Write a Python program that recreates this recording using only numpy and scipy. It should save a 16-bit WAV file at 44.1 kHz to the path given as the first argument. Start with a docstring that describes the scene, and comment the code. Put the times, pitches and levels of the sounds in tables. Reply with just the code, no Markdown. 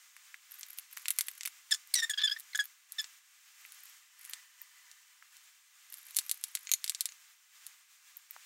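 """A table top from close up, on a small microphone with almost no bass and a hiss that swells and sinks.
A paint sponge is dabbed on a plastic phone case lying on paper: tacky pops and light clicks.
From 1.7 to 3 s the screw cap of a nail polish bottle is twisted; it clicks, and squeaks as its thread
sticks and slips. Sparse pops and ticks follow, with a faint whir in the hiss until 5.3 s. Near 6 s the
dabs thicken; the case clicks as it is pressed and shifted, and its stiff rim takes a few knocks."""
import sys
import numpy as np
from scipy import signal
from scipy.fft import rfft, irfft, next_fast_len
from scipy.io import wavfile
from scipy.ndimage import map_coordinates

SR = 44100
rng = np.random.default_rng(int(sys.argv[2]) if len(sys.argv) > 2 else 0)


def unload_wav(signal):
    """Save mono or channel-first audio to the path in sys.argv[1] as 16-bit WAV at rate SR, clipped to [-1, 1]."""
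    wavfile.write(
        sys.argv[1],
        SR,
        np.round(np.clip(np.atleast_2d(signal).T, -1, 1) * 32767).astype(np.int16),
    )


N = 372997

# tacky contact, sponge on case or fingers on bottle: (start [s], end [s], level [dB], fizz pitch [Hz])
TACKY_SPELLS = [(0.509, .81, -58, 13000), (0.901, 1.38, -53.5, 12800), (2.275, 2.335, -53.5, 12500),
                (2.639, 2.66, -48.5, 14000), (3.599, 3.909, -62.5, 11930), (4.185, 4.36, -55, 11640),
                (5.901, 6.66, -55.5, 11900)]


def amp(db):
    """Decibels to gain."""
    return 10 ** (np.asarray(db) / 20)


def unit(x):
    """Scale to rms 1."""
    return x / np.sqrt(np.mean(x ** 2) + 1e-20)


def norm(x):
    """Scale to energy 1."""
    return x / np.sqrt(np.sum(x ** 2) + 1e-20)


def wobble(size, rate):
    """A smooth random curve, rate knots a second."""
    return map_coordinates(rng.standard_normal(int(size * rate / SR) + 4), [np.arange(size) * rate / SR])


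def along(points, hz):
    """Interpolate (frequency [Hz], value) points on a log frequency axis."""
    freqs, values = np.transpose(points)
    return np.interp(np.log(hz + 1), np.log(freqs), values)


def colour(x, *spectra):
    """Causal filter whose gain is the sum of the spectra, each of (frequency [Hz], gain [dB]) points."""
    size = 2 * next_fast_len(len(x))
    hz = np.fft.rfftfreq(size, 1 / SR)
    gain = amp(sum(along(spectrum, hz) for spectrum in spectra))
    cepstrum = irfft(np.log(gain), size)
    cepstrum[1:size // 2] *= 2  # fold to minimum phase
    cepstrum[size // 2 + 1:] = 0
    return irfft(rfft(x, size) * np.exp(rfft(cepstrum)), size)[:len(x)]


def lowpass(x, hz):
    """A steep band limit."""
    return signal.sosfilt(signal.ellip(12, .1, 70, hz, fs=SR, output="sos"), x)


def add(track, start, x):
    """Mix x into the track at start [s]."""
    part = track[max(round(start * SR), 0):][:len(x)]
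    part += x[:len(part)]


def dying_noise(t, t60):
    """White noise that falls 60 dB in t60 seconds."""
    return rng.standard_normal(len(t)) * amp(-60 * t / t60)


def room(x, t60, wet_db):
    """Short, weak reflections from things near the microphone."""
    t = np.arange(SR // 4) / SR
    tail = norm(dying_noise(t, t60) * (t > .002))
    return x + amp(wet_db) * signal.fftconvolve(x, tail)[:N]


def microphone_hiss(top_hz=15780, unrest_db=1.17, whir_db=-9, whir_width_hz=80):
    """The microphone's hiss swells and sinks; for a while a faint whir stands in it."""
    # course of the hiss: (time [s], level [dB])
    swells = [(0.0, -58.5), (0.14, -63), (0.2, -59.5), (0.48, -63), (0.53, -57.5), (0.9, -60.5),
              (1.0, -56.5), (1.5, -60), (2.64, -58), (2.81, -67), (3.0, -54), (3.2, -63.5), (3.37, -64),
              (3.67, -57), (3.9, -57), (4.1, -65), (4.3, -55), (4.49, -63.5), (4.66, -60), (5.3, -64),
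              (5.39, -59.5), (5.7, -65), (5.75, -59.5), (5.88, -63), (5.96, -57.5), (7.12, -59.5),
              (7.47, -66), (7.62, -56.5), (7.87, -65), (8.16, -60.5), (8.29, -64), (8.34, -58)]
    # spectrum of the hiss: (frequency [Hz], gain [dB])
    noise_floor = [(100, -39.5), (400, -38), (550, -25), (750, -15), (1100, -3.5), (2000, 2), (4500, -3),
                   (5400, -1), (7200, 0.5), (8300, -3), (8950, -1), (9300, -8.5), (13000, -6.5),
                   (15700, -7)]
    # narrow bands of the whir: (frequency [Hz], relative level [dB])
    whir_bands = [(1800, 0.5), (1980, -1), (3020, -4.5), (990, -10)]
    t = np.arange(N) / SR
    level = amp(np.interp(t, *np.transpose(swells)) + unrest_db * wobble(N, 23))
    noise = room(rng.standard_normal(N), t60=0.038, wet_db=-10)  # near reflections ripple its spectrum
    noise = unit(lowpass(colour(noise, noise_floor), top_hz))
    whir = sum(amp(db) * wobble(N, whir_width_hz) * np.sin(2 * np.pi * hz * t) for hz, db in whir_bands)
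    whir_fade = np.interp(t, [3.5, 4.4, 5.1, 5.3], [0, 1, 1, 0])
    return level * (noise + amp(whir_db) * whir_fade * unit(whir))


def clicks(contacts, modes, snap_t60, scatter_db, scatter_t60, firm_ring_db, gain_db):
    """Each contact is a sharp snap, then the plastic's modes and a scatter of echoes off the table."""
    # spectrum of a contact on plastic: (frequency [Hz], gain [dB])
    contact_spectrum = [(100, -48.5), (400, -44), (700, -24), (1000, -11.5), (1500, -3.5), (2500, 1.5),
                        (11000, 4), (13500, 2), (15800, -10.5), (17200, -44.5)]
    firm_db, cluster_hz = -30.5, 376  # level of a firm contact; spread of modes around a resonance
    out, t = np.zeros(N), np.arange(SR // 16) / SR
    for start, db, body_db, bright_db in contacts:
        # the harder the contact, the more of its energy lies at the very top
        hardness = [(2300, body_db + 8.5), (3800, 0.0025), (7500, 0.011),
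                    (10500, min(bright_db, 6)), (14500, 1.17 * bright_db)]
        # light, thin ticks barely ring
        ring_db = firm_ring_db + 0.17 * (db - firm_db) - 0.13 * max(bright_db, 0)
        snap = norm(dying_noise(t, snap_t60))
        snap[0] += 1.3
        ring = np.zeros(len(t))
        for hz, mode_db, t60 in modes:
            # each resonance is a cluster of close modes that beat, so the ring stays dry
            beating = wobble(len(t), cluster_hz) + 1j * wobble(len(t), cluster_hz)
            ring += amp(mode_db - 60 * t / t60) * (beating * np.exp(2j * np.pi * hz * t)).real
        scatter = amp(scatter_db) * norm(dying_noise(t, scatter_t60))
        tail = (norm(ring) + scatter) * (1 - np.exp(-t / 0.0004))
        click = norm(colour(snap, contact_spectrum, hardness))
        click += amp(ring_db) * norm(colour(tail, contact_spectrum, hardness))
        add(out, start, amp(db + gain_db) * np.sqrt(SR / 100) * norm(click))  # level over 10 ms
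    return out


def plastic_clicks(ticks_per_s=4, tick_body_db=-5, tick_bright_db=-2):
    """Light plastic clicks from the case and the bottle cap, and faint random ticks under the dabs."""
    # light plastic contacts: (time [s], level [dB], hollow body [dB], brightness [dB])
    taps = [(0.1659, -51.5, 3.5, -3), (0.6104, -47, -9, 0), (0.6318, -42.5, -10.5, -15),
            (0.7865, -39, -7, 5), (0.9723, -41, -1, -9), (1.0568, -38.5, -3, -11),
            (1.0832, -29.5, -2.5, 3.5), (1.1054, -27, -5.5, 6), (1.1871, -26, -5, 3),
            (1.2093, -28.5, -9, 5.5), (1.2843, -35.5, -3.5, 1.5), (1.4094, -40, -7.5, -14),
            (1.4334, -42, -7, -5), (1.4532, -39.5, -4, -5), (1.4584, -33.5, -6, 2.5),
            (1.4754, -38, -1, 2.5), (1.8736, -57.5, -12, 12), (1.9399, -30.5, -40, 9.5),
            (1.9548, -31.5, -20.5, -3), (2.3895, -52, -9, 10), (2.3985, -45, -28, 14),
            (2.4053, -49.5, -15, 11), (2.576, -43, -18, 9), (2.9214, -42, -43, 5), (3.0431, -44, -5.5, -25),
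            (3.7218, -50, -11, 5), (4.2507, -47.5, -4, 8), (4.3349, -38.5, -8, -4), (4.6173, -45, 2, 32.5),
            (4.9147, -52.5, -26, -5), (5.3683, -56.5, -13.5, 1), (5.9412, -44, -11, 6),
            (6.1473, -47.5, -11, -10), (6.1626, -42, -12, -4), (6.1672, -25, -15.5, 4.5),
            (6.1876, -26.5, -16.5, -0.5), (6.2951, -34.5, -12, -1.5), (6.3136, -27.5, -18.5, 1),
            (6.4393, -32, -15, 1), (6.5521, -30, -13.5, -1.5), (6.5724, -45, -7, -6),
            (6.8426, -32.5, -10.5, -2), (6.8629, -46, -1, -1), (6.8786, -37.5, -9, -4),
            (6.8963, -28, -14, -1), (6.9205, -50, -2, 1), (6.9485, -36.5, -17, -13),
            (7.0083, -28, -17.5, 0.5), (7.0566, -31.5, -16.5, -1), (7.6665, -43, -15, 5),
            (8.1697, -45, -18, 24), (8.309, -43.5, 2, 23)]
    # modes of the plastic: (frequency [Hz], relative level [dB], t60 [s])
    plastic_modes = [(2130, -1.5, 0.038), (3678, -2.5, 0.036), (4340, -4, .04), (7210, -5, 0.03),
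                     (7650, 2.5, 0.038), (8960, 2.5, .035), (10300, 0, .032), (10900, -2.5, 0.035)]
    ticks = []
    for start, end, db, _ in TACKY_SPELLS:
        span = end - start
        for late, force in rng.random((12, 2))[:round(ticks_per_s * span)]:
            ticks.append((start + late * span, db + 2 * force - 1, tick_body_db, tick_bright_db))
    return clicks(taps + ticks, plastic_modes, snap_t60=0.0023, scatter_db=1, scatter_t60=0.041,
                  firm_ring_db=-2.5, gain_db=-0.5)


def finger_bumps(width_s=0.00052, rattle_db=-15, rattle_t60=0.04, gain_db=2):
    """A fingertip gives a dull knock of two or three cycles, then a faint rattle."""
    # soft finger bumps: (time [s], level [dB], pitch [Hz])
    bumps = [(0.342, -34, 2080), (3.65, -38.5, 2280), (5.224, -42.5, 1797), (8.363, -38.5, 1310)]
    out, t = np.zeros(N), np.arange(SR // 20) / SR
    for start, db, hz in bumps:
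        knock = np.sin(2 * np.pi * hz * t) * np.exp(-((t - .0015) / width_s) ** 2)
        spectrum = [(0.217 * hz, -36), (0.65 * hz, -5), (0.64 * hz, 0), (5.4 * hz, -20)]
        rattle = unit(colour(rng.standard_normal(len(t)), spectrum))
        rattle *= amp(rattle_db - 60 * t / rattle_t60)
        add(out, start, amp(db + gain_db) * (knock + rattle))
    return out


def fizzy_pop(db, hz, rise_s=0.0014, tick_db=-11):
    """A tacky surface lets go with a short high fizz and a soft tick."""
    t = np.arange(SR // 40) / SR
    burst = t / rise_s * np.exp(-t / rise_s)
    fizz_spectrum = [(400, -60), (1000, -40), (0.76 * hz, -21), (0.75 * hz, -7),
                     (hz, 0), (1.28 * hz, -8), (1.1 * hz, -22)]
    tick_spectrum = [(400, -36.5), (1500, -5), (3000, -6), (7000, -11.5), (16000, -28)]
    fizz = colour(burst * rng.standard_normal(len(t)), fizz_spectrum)
    tick = colour(burst * rng.standard_normal(len(t)), tick_spectrum)
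    return amp(db) * np.sqrt(SR / 200) * (norm(fizz) + amp(tick_db) * norm(tick))  # level over 5 ms


def tacky_pops(clear_hz=12600, pops_per_s=55, spread_db=4.5, pitch_spread=0.043):
    """A few clear pops, and many faint ones of random size while a tacky surface is worked."""
    # sponge or fingers letting go of a surface: (time [s], level [dB])
    clear_pops = [(0.518, -45), (0.54, -47.5), (0.684, -52), (0.703, -44.5), (0.73, -48), (0.774, -50),
                  (0.794, -45.5), (0.98, -47), (1.269, -46), (2.64, -46), (3.014, -45), (3.834, -50),
                  (4.295, -42.5), (5.923, -45), (5.982, -50), (6.107, -47.5), (6.263, -46), (6.342, -48)]
    out = np.zeros(N)
    for start, db in clear_pops:
        add(out, start, fizzy_pop(db, clear_hz * np.exp(pitch_spread * rng.standard_normal())))
    for start, end, db, hz in TACKY_SPELLS:
        for moment in np.arange(start, end, 1 / pops_per_s):
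            late, pitch, strength = rng.standard_normal(3)
            pop = fizzy_pop(db + spread_db * strength, hz * np.exp(pitch_spread * pitch))
            add(out, moment + .005 * late, pop)
    return out


def cap_squeaks(cap_q=4.9, bloom_s=0.0045, edge_s=0.0025, rasp_db=-8.5, scrape_db=-2):
    """The cap's thread sticks and slips about 1750 times a second; an uneven grip adds a scrape."""
    # slips of the thread: (start [s], end [s], pitch [Hz], glide [Hz], level [dB],
    # resonance of the gripped cap [Hz], upper partials [dB], roughness [0-1])
    slips = [(1.709, 1.723, 1800, -32, -31.5, 3900, 5.5, 0.38),
             (1.719, 1.73, 1735, -170, -24, 4450, -13, 0.11),
             (1.732, 1.753, 1725, 140, -36.5, 4540, 0, 0.58),
             (1.938, 1.948, 2210, -2, -25.5, 4630, 1, 0.39),
             (1.949, 1.989, 1952, -130, -30.5, 5550, -15, 0.26),
             (1.98, 2.008, 1868, -60, -33, 4730, -9.5, 0.42),
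             (2.0209, 2.052, 1794, -18, -31, 2576, -9.5, 0.18),
             (2.095, 2.119, 1714, -190, -32.5, 2770, 0, 0.18),
             (2.135, 2.146, 1683, -80, -36, 3060, -27, 0.28),
             (2.175, 2.192, 1642, -1, -32.5, 3770, -16, 0.16),
             (2.191, 2.213, 1726, 48, -36.5, 3280, -39, 0.57),
             (2.215, 2.226, 1716, 70, -32.5, 3700, -28, 0.5),
             (2.234, 2.263, 1721, -22, -27, 3500, -14, 0.08),
             (2.27, 2.288, 1610, -28, -32, 4000, -32, 0.22), (2.296, 2.302, 1650, -34, -35, 3800, -19, .2),
             (2.311, 2.332, 1675, 103, -31.5, 4304, -22, 0.13),
             (2.363, 2.376, 1774, 50, -43, 2070, -29, 0.3),
             (2.532, 2.539, 2050, -200, -47.5, 3220, -26, .4),
             (2.548, 2.563, 1686, -88, -32, 2600, -5, 0.31), (2.59, 2.615, 1668, -22, -28, 2450, -14, .09),
             (2.983, 3.012, 1729, -110, -34, 4250, -12, 0.23)]
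    # spectrum of the scraping thread: (frequency [Hz], gain [dB])
    scrape_spectrum = [(100, -70), (450, -57), (1000, -13), (1700, -2), (2500, 0), (3700, 7.5), (5200, 6),
                       (8000, -10.5), (11000, -2.5), (16000, -17.5)]
    # the small cap radiates little bass: (frequency [Hz], gain [dB])
    radiation = [(80, -9), (250, -16), (450, -16.5), (800, 1), (1200, 0)]
    puff_spectrum = [(700, -52.5), (3000, -22.5), (7500, 5), (12000, -5), (15500, -4), (17200, -37)]
    end_lift, drift, jitter = 0.025, 0.026, 0.081  # shares of the pitch
    fade_db, arch_db, flutter_db, sway_db = -2.5, 4, 8, 6
    out = np.zeros(N)
    for start, end, hz, glide_hz, db, cap_hz, upper_db, rough in slips:
        length = max(end - start, edge_s) + edge_s
        size = int(length * SR)
        t = np.arange(size) / SR
        stroke = 2 * t / length - 1  # runs from -1 to 1 through the slip
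        unrest = np.sqrt(rough)
        pitch = hz * (1 + end_lift * stroke ** 2) + glide_hz * stroke / 2
        pitch *= 1 + drift * unrest * wobble(size, 259) + jitter * rough * wobble(size, 1500)
        # each cycle comes a little early or late, which blurs the high partials
        phase = 2 * np.pi * np.cumsum(pitch) / SR + 0.07 * unrest * wobble(size, 2990)
        # the cap lifts the partial nearest its resonance
        ratio = np.arange(1, 4) * hz / cap_hz
        lower = norm(1 / np.hypot(1 - ratio ** 2, ratio / cap_q))
        partials = np.r_[lower, amp(upper_db) * norm(amp([1.5, -5.5, -20, -18]))]
        bloom = 1 - np.exp(-t / bloom_s)  # the upper partials take time to build
        tone = np.zeros(size)
        for k, strength in enumerate(partials, 1):
            sway = amp(sway_db * unrest * wobble(size, 152))
            fray = (k / len(partials)) ** 2 * wobble(size, 700)  # top partials lose their lock and rasp
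            wave = np.sin(k * phase + fray + 2 * np.pi * rng.random())
            tone += strength * unit(sway * bloom ** ((k - 1) / 2) * wave)
        # a puff of fine friction noise rides on every cycle
        puffs = colour(rng.standard_normal(size) * (1 + np.cos(phase)), puff_spectrum)
        tone += amp(upper_db + rasp_db) * unit(puffs * bloom * amp(7 * wobble(size, 190)))
        treble_tilt = [(4000, 0), (9000, .5 * upper_db + 3)]
        scrape = unit(colour(rng.standard_normal(size), scrape_spectrum, treble_tilt))
        ramps = np.clip(2 * t / edge_s, 0, 1) * np.clip((length - t) / (2 * edge_s), 0, 1)
        grip = np.sin(np.pi / 2 * ramps) ** 2
        # each slip loses force as it runs
        force_db = fade_db * stroke - arch_db * stroke ** 2 + flutter_db * rough * wobble(size, 332)
        slip = (unit(tone) + amp(scrape_db) * rough * scrape) * grip * amp(force_db)
        add(out, start - edge_s / 8, amp(db) * unit(slip))
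    return colour(out, radiation)


def rim_knocks():
    """Knocks on the stiff rim of the case, with a longer snap and more ring than the light clicks."""
    # contacts on the rim: (time [s], level [dB], hollow body [dB], brightness [dB])
    knocks = [(6.6713, -42.5, -2, -22), (6.6923, -42.5, 0, -5), (6.716, -25, -11, 0.5),
              (6.7367, -24.5, -12.5, -1.5), (7.0897, -48.5, -7, -14), (7.1214, -53.5, -7, -7)]
    # modes of the rim: (frequency [Hz], relative level [dB], t60 [s])
    rim_modes = [(2190, -7.5, 0.033), (3890, -7.5, 0.029), (4300, -7, 0.043), (6380, 9, 0.013),
                 (6840, -1, 0.043), (7630, -8, 0.02), (9280, -5.5, 0.039), (12400, -6, 0.04),
                 (13500, -3, 0.033)]
    return clicks(knocks, rim_modes, snap_t60=0.0061, scatter_db=-10, scatter_t60=0.052,
                  firm_ring_db=3, gain_db=0.5)


def scene():
    """Case, sponge and cap on the table, close to one microphone, over its hiss."""
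    handling = plastic_clicks() + rim_knocks() + finger_bumps() + tacky_pops()
    handling = room(handling, t60=0.21, wet_db=-22.5)
    cap = room(cap_squeaks(), t60=0.07, wet_db=-9)
    return (handling + cap + microphone_hiss())[None]


def record(dry):
    """The small microphone cuts off the very top of the treble."""
    return lowpass(dry, hz=16600)


dry = scene()
out = record(dry)
unload_wav(out)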